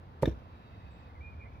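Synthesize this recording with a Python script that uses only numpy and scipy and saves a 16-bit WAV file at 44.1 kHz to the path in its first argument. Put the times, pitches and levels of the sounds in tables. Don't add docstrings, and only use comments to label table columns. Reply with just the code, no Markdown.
import sys
import numpy as np
from scipy import signal
from scipy.fft import rfft, irfft
from scipy.io import wavfile

SR = 44100
rng = np.random.default_rng(int(sys.argv[2]) if len(sys.argv) > 2 else 0)


def inscribe(sig):
    pcm = np.round(np.clip(np.atleast_2d(sig).T, -1, 1) * 32767)
    wavfile.write(sys.argv[1], SR, pcm.astype(np.int16))


def voltage_ratio(level):
    return 10 ** (np.asarray(level, float) / 20)


N = 70560
TIME = np.arange(N) / SR
BIN_HZ = np.arange(N // 2 + 1) * SR / N


def rms_one(x):
    return x / np.sqrt(np.mean(x ** 2) + 1e-20)


def at_hz(points, hz):
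    point_hz, value = np.transpose(points)
    return np.interp(np.log(hz), np.log(point_hz), value)


def in_time(rows):
    return np.interp(TIME, *np.transpose(rows))


def pan(db):
    return voltage_ratio(np.array([[db / 2], [-db / 2]]))


def colour(x, spectrum):
    hz = np.maximum(BIN_HZ, 1)
    inside = (hz >= spectrum[0][0]) & (hz < spectrum[-1][0])
    return rms_one(irfft(rfft(x) * voltage_ratio(at_hz(spectrum, hz)) * inside, N))


def spaced(x, lag_ms, sets_in_hz=504):
    share = BIN_HZ ** 2 / (BIN_HZ ** 2 + sets_in_hz ** 2)
    phase = 2 * np.pi * BIN_HZ * lag_ms / 1000 * share
    return np.stack([x[0], irfft(rfft(x[1]) * np.exp(-1j * phase), N)])


# (frequency [Hz], likeness [0-1])
FIELD_LIKENESS = [(30, 0.98), (300, 0.82), (700, 0.75), (1300, 0.6), (2400, 0.63), (4400, 0.083),
                  (8000, 0.25), (15000, 0.0089)]


def wide_noise():
    alike = np.clip(at_hz(FIELD_LIKENESS, np.maximum(BIN_HZ, 1)), 0, 1)
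    mid, side = rfft(rng.standard_normal((2, N)))
    stereo = np.sqrt(1 + alike) * mid + np.sqrt(1 - alike) * side * [[1], [-1]]
    return spaced(irfft(stereo, N), lag_ms=0.526)


def resonance(x, hz, width_hz):
    r = np.exp(-np.pi * width_hz / SR)
    for _ in range(2):
        x = signal.lfilter([1, 0, -1], [1, -2 * r * np.cos(2 * np.pi * hz / SR), r * r], x)
    return rms_one(x)


def echoes(x, t60, first_s):
    t = np.arange(SR // 2) / SR
    tail = rng.standard_normal((2, SR // 2)) * voltage_ratio(-60 * t / t60) * (t > first_s)
    tail = tail / np.sqrt(np.sum(tail ** 2, axis=1, keepdims=True))
    return signal.fftconvolve(x[None], tail, axes=1)[:, :N]


# (centre [Hz], width [Hz], level [dB], left-right [dB])
WHINE_BANDS = [(2050, 130, -83, -2), (2590, 170, -73.5, -5), (3800, 190, -78, 1), (4600, 220, -84, -4)]
# (time [s], level [dB])
WHINE_SWELL = [
    (0, -10),
    (.3, -9),
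    (.52, -3),
    (.7, 0),
    (1.07, 0),
    (1.13, -10),
    (1.6, -12),
]


def whine():
    out, sag_per_s, patchy_db = 0, .07, 1.0
    sagging = TIME * (1 + sag_per_s * .8) - sag_per_s * TIME ** 2 / 2
    for hz, width_hz, db, left_right_db in WHINE_BANDS:
        band = resonance(wide_noise(), hz, width_hz)
        patches = np.interp(TIME, np.linspace(0, N / SR, 24), rng.standard_normal(24))
        sagged = np.array([np.interp(sagging, TIME, channel) for channel in band])
        out = out + voltage_ratio(db + patchy_db * patches) * pan(left_right_db) * sagged
    return voltage_ratio(in_time(WHINE_SWELL)) * out


# (time [s], level [dB])
TRAFFIC_LEVEL = [
    (0, -65),
    (.15, -56),
    (.45, -67.5),
    (.62, -68),
    (.85, -52.5),
    (1.02, -61.5),
    (1.2, -52),
    (1.38, -50.5),
    (1.5, -54),
    (1.6, -49.5),
]
# (frequency [Hz], density [dB per Hz])
LOW_AIR = [(12, -25), (20, -22), (80, -3.5), (185, -13.5), (401, -22), (498, -19.5), (545, -22.5),
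           (990, -21), (1500, -28), (1950, -84), (3300, -120)]
HIGH_AIR = [(880, -12), (1500, -7), (1690, -2), (2140, -8.5), (2870, -11), (4660, -18.5), (7930, -36.5),
            (11600, -33.5), (15800, -32.5)]


def yard():
    low_pan = pan(-1)
    low = voltage_ratio(-52) * colour(wide_noise(), LOW_AIR) * low_pan
    high_db = -68 + 0.17 * (in_time(WHINE_SWELL) + 7.5)
    high = voltage_ratio(high_db) * colour(wide_noise(), HIGH_AIR)
    rumble = resonance(wide_noise(), hz=73, width_hz=32.2)
    return low + high + voltage_ratio(in_time(TRAFFIC_LEVEL) + 3.2) * rumble * low_pan


# (time [s], level [dB], decay t60 [s], left-right [dB])
CRUSHES = [(0.2167, -61, 0.046, 11), (0.2224, -42, 0.017, 2), (0.2264, -42, 0.015, 17),
           (0.228, -62.5, 0.22, 7), (0.2392, -48, 0.0087, 5), (0.2553, -44, 0.0099, 5),
           (0.2574, -42, 0.03, 4.5), (0.259, -60, 0.37, -6.5), (0.277, -55, 0.044, 16),
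           (0.295, -57, 0.017, 11), (0.314, -60, 0.017, 8), (.385, -78, 0.12, 10), (1.53, -76, 0.32, -12)]
# (frequency [Hz], density [dB per Hz])
COARSE_GRIT = [(880, 6), (1500, 1), (2540, 2), (3000, -0.5), (5780, -4.5), (7750, -8.5), (9700, -6.5),
               (15500, -15)]
FINE_GRIT = [(880, -21), (1500, 1), (2330, -5), (2940, -5.5), (3720, -3.5), (4440, -23.5), (5780, -7.5),
             (7670, -31), (15500, -21)]


def grit():
    grains_per_s, spread_db, alike, settles_s = 12000, 3.0, 0.28, .25
    sizes = voltage_ratio(spread_db * np.minimum(rng.exponential(1, (3, N)), 4)) * rng.standard_normal((3, N))
    grains = sizes * (rng.random((3, N)) < grains_per_s / SR)
    grains = np.sqrt(alike) * grains[2] + np.sqrt(1 - alike) * grains[:2]
    coarse, fine = colour(grains, COARSE_GRIT), colour(grains, FINE_GRIT)
    out = 0
    for s, db, t60, left_right_db in CRUSHES:
        decay = voltage_ratio(db - 60 * np.maximum(TIME - s, 0) / t60)
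        onset = np.clip((TIME - s) / 0.001, 0, 1)
        out = out + pan(left_right_db) * decay * onset * (coarse if s < settles_s else fine)
    return spaced(out, lag_ms=0.418)


def pushes(hits):
    out = np.zeros(N)
    for s, db, ms, sign in hits:
        progress = np.clip((TIME - s) / (ms / 1000), 0, 1)
        out += sign * voltage_ratio(db) * np.sin(np.pi * progress) ** 2 / (ms * SR / 2000)
    return out


def strike(force, modes):
    out = np.zeros(N)
    for hz, db, t60 in modes:
        r, w = voltage_ratio(-60 / (t60 * SR)), 2 * np.pi * hz / SR
        out += voltage_ratio(db) * signal.lfilter([np.sin(w)], [1, -2 * r * np.cos(w), r * r], force + 1e-18)
    return out


# (time [s], strength [dB], contact [ms], push +1 or pull -1)
EDGE_CONTACTS = [
    (.2237, -21.5, 2.08, -1),
    (.2270, -31.5, 1.13, 1),
    (.2313, -11.5, 0.95, -1),
    (.2335, -21, 0.47, -1),
    (.2288, -32, 1.1, 1),
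    (.2420, -45, 2.1, 1),
    (.2545, -25.5, 1.56, 1),
]
# (time [s], strength [dB], contact [ms], push +1 or pull -1)
FLAT_CONTACTS = [(.2272, -21, 1.4, 1), (.2420, -22.5, 1.4, 1), (.2560, -27, 2, 1), (.2575, -30, 1.7, 1),
                 (.2737, -26.5, 1.7, 1), (.2750, -20.5, 1.94, -1), (.2766, -13, 1.96, 1),
                 (.2790, -24.5, 1.71, 1), (.2815, -21, 1.39, -1), (.2862, -29.5, 2.14, 1),
                 (.2960, -37.5, 1.8, -1), (.3010, -40, 1.4, -1), (.3040, -40.5, 1.2, 1),
                 (.3120, -45.5, 0.67, -1), (.3420, -52, 1.1, 1), (.3200, -32.5, 2.35, 1),
                 (.3310, -40.5, 2.2, -1), (.3720, -31.5, 5, 1), (.4050, -39.5, 4.1, -1)]
# (time [s], strength [dB])
CHIP_SNAPS = [(.25655, -37), (.25711, -35.5), (.25822, -39), (.2330, -52), (.2375, -55), (.2420, -54),
              (.2468, -51), (.2480, -53), (.2532, -51), (.2655, -53), (.2710, -55), (.2740, -53),
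              (.2770, -50), (.2845, -58), (.2925, -56), (.2965, -55), (.3040, -57), (.3220, -58),
              (.3270, -57)]
# (frequency [Hz], level [dB], decay t60 [s])
LOG_MODES = [(159, -10, 0.058), (392, -13, 0.042), (535.3, -5.5, 0.037), (587, -15, 0.035),
             (889, -4.5, 0.022), (1230, -9, 0.024), (1800, -5, 0.0086), (2800, -42, 0.03)]
STUMP_MODES = [(62.6, -1.5, 0.18), (91, -5.5, 0.075), (139, -6.5, 0.044), (248.3, -3.5, 0.0387),
               (328, -14, 0.064), (439, -5.5, 0.031), (625, -8, 0.032), (890, -9.5, 0.013)]
CHIP_MODES = [(1770, -1, 0.015), (2160, -10, 0.038), (2343, -9.5, 0.029), (3656, 1.5, 0.013),
              (5560, -13.5, 0.0059), (7700, -19, 0.0066), (10400, -27, 0.0078)]


def knock():
    chip = strike(pushes([(s, db, .12, -1) for s, db in CHIP_SNAPS]), CHIP_MODES)
    wood = strike(pushes(EDGE_CONTACTS), LOG_MODES) + strike(pushes(FLAT_CONTACTS), STUMP_MODES)
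    wood = signal.sosfilt(signal.butter(2, 123, "high", fs=SR, output="sos"), wood)
    returned = echoes(voltage_ratio(-14.5) * wood + voltage_ratio(-45) * chip, t60=0.23, first_s=0.0056)
    return wood * pan(-1.8) + chip * pan(0.36) + returned


# (time [s], length [s], level [dB], pitch [Hz], rise at the start [Hz])
NEAR_NOTES = [(1.092, .022, -69, 2085, 20), (1.152, .034, -66, 2050, -90), (1.185, .015, -72, 1930, -30),
              (1.322, .018, -66, 2310, -60), (1.392, .02, -64, 2405, 20), (1.402, .038, -60, 2420, 20),
              (1.412, .016, -61, 2335, -20), (1.410, .03, -68, 2250, 20), (1.448, .028, -67, 2330, -30),
              (1.455, .022, -67, 2240, -40), (1.435, .015, -70, 2040, 20), (1.450, .018, -61, 2095, 60),
              (1.472, .012, -69, 2060, -40), (1.505, .065, -74, 2530, 50), (1.515, .016, -71, 2340, 30),
              (1.55, .032, -72, 2335, 0), (.908, .135, -95, 7570, -140)]
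# (time [s], length [s], level [dB], pitch [Hz], rise at the start [Hz])
FAR_TWITTER = [(.525, .03, -77, 2360, 0), (.612, .035, -78, 2420, 40), (.57, .03, -80, 2640, 0),
               (.655, .03, -79, 2640, 0), (.70, .035, -78, 2660, 0), (.742, .018, -78, 2560, 0),
               (.785, .022, -75, 2570, 0), (.848, .018, -75, 2600, 0), (.862, .022, -75, 2510, 0),
               (.965, .015, -78, 2600, 0), (1.015, .02, -74, 2570, 0), (1.058, .02, -74, 2500, 0),
               (.725, .025, -76, 2050, 30), (.80, .03, -76, 2020, -30), (1.0, .022, -75, 1880, -60),
               (.632, .018, -80, 3900, 0), (.66, .022, -79, 3720, -150), (.722, .025, -79, 3760, -50),
               (.96, .045, -79, 3700, 0), (.865, .025, -83, 4550, 0)]


def birds():
    low, high = whistle(), np.zeros(N)
    twitter = [(s, length, db + 2.5, hz, rise_hz) for s, length, db, hz, rise_hz in FAR_TWITTER]
    for s, length, db, hz, rise_hz in NEAR_NOTES + twitter:
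        u = np.maximum(TIME - s, 0)
        is_high = hz >= 5000
        slide_s = length if is_high else 0.01
        phase = 2 * np.pi * (hz * u - rise_hz * slide_s * (1 - np.exp(-u / slide_s)))
        attack, release = u / 0.0027, 1 + (length - u) / .012
        note = voltage_ratio(db + 3.5) * np.sin(phase) * np.clip(np.minimum(attack, release), 0, 1)
        if is_high:
            rough = 1 + .5 * resonance(rng.standard_normal(N), 90, 90)
            high = high + note * voltage_ratio(7 - 85 * u) * rough
        else:
            blur = np.clip((-58 - db) * .045, 0, .5)
            flutter = resonance(rng.standard_normal(N), 45, 90)
            low = low + note * (np.sqrt(1 - blur ** 2) + blur * flutter)
    direct = spaced(low * pan(-2.5), lag_ms=0.47) + high * pan(8)
    return direct + voltage_ratio(-11) * echoes(low, t60=0.59, first_s=0.0084)


# (time [s], pitch [Hz], level [dB])
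LONG_WHISTLE = [
    (1.205, 2250, -78),
    (1.210, 2300, -56),
    (1.23, 2412, -60),
    (1.246, 2420, -54),
    (1.286, 2418, -55),
    (1.302, 2440, -63),
    (1.324, 2434, -64),
    (1.34, 2410, -74),
    (1.385, 2412, -73),
]


def whistle():
    s, hz, db = np.transpose(LONG_WHISTLE)
    phase = 2 * np.pi * np.cumsum(np.interp(TIME, s, hz)) / SR
    return np.sqrt(2) * voltage_ratio(np.interp(TIME, s, db, left=-150, right=-150)) * np.sin(phase)


def scene():
    return knock() + grit() + birds() + whine() + yard()


def band_limit(x):
    return signal.sosfilt(signal.butter(12, 15960, fs=SR, output="sos"), x)


def record(dry):
    return band_limit(dry)


dry = scene()
out = record(dry)
inscribe(out)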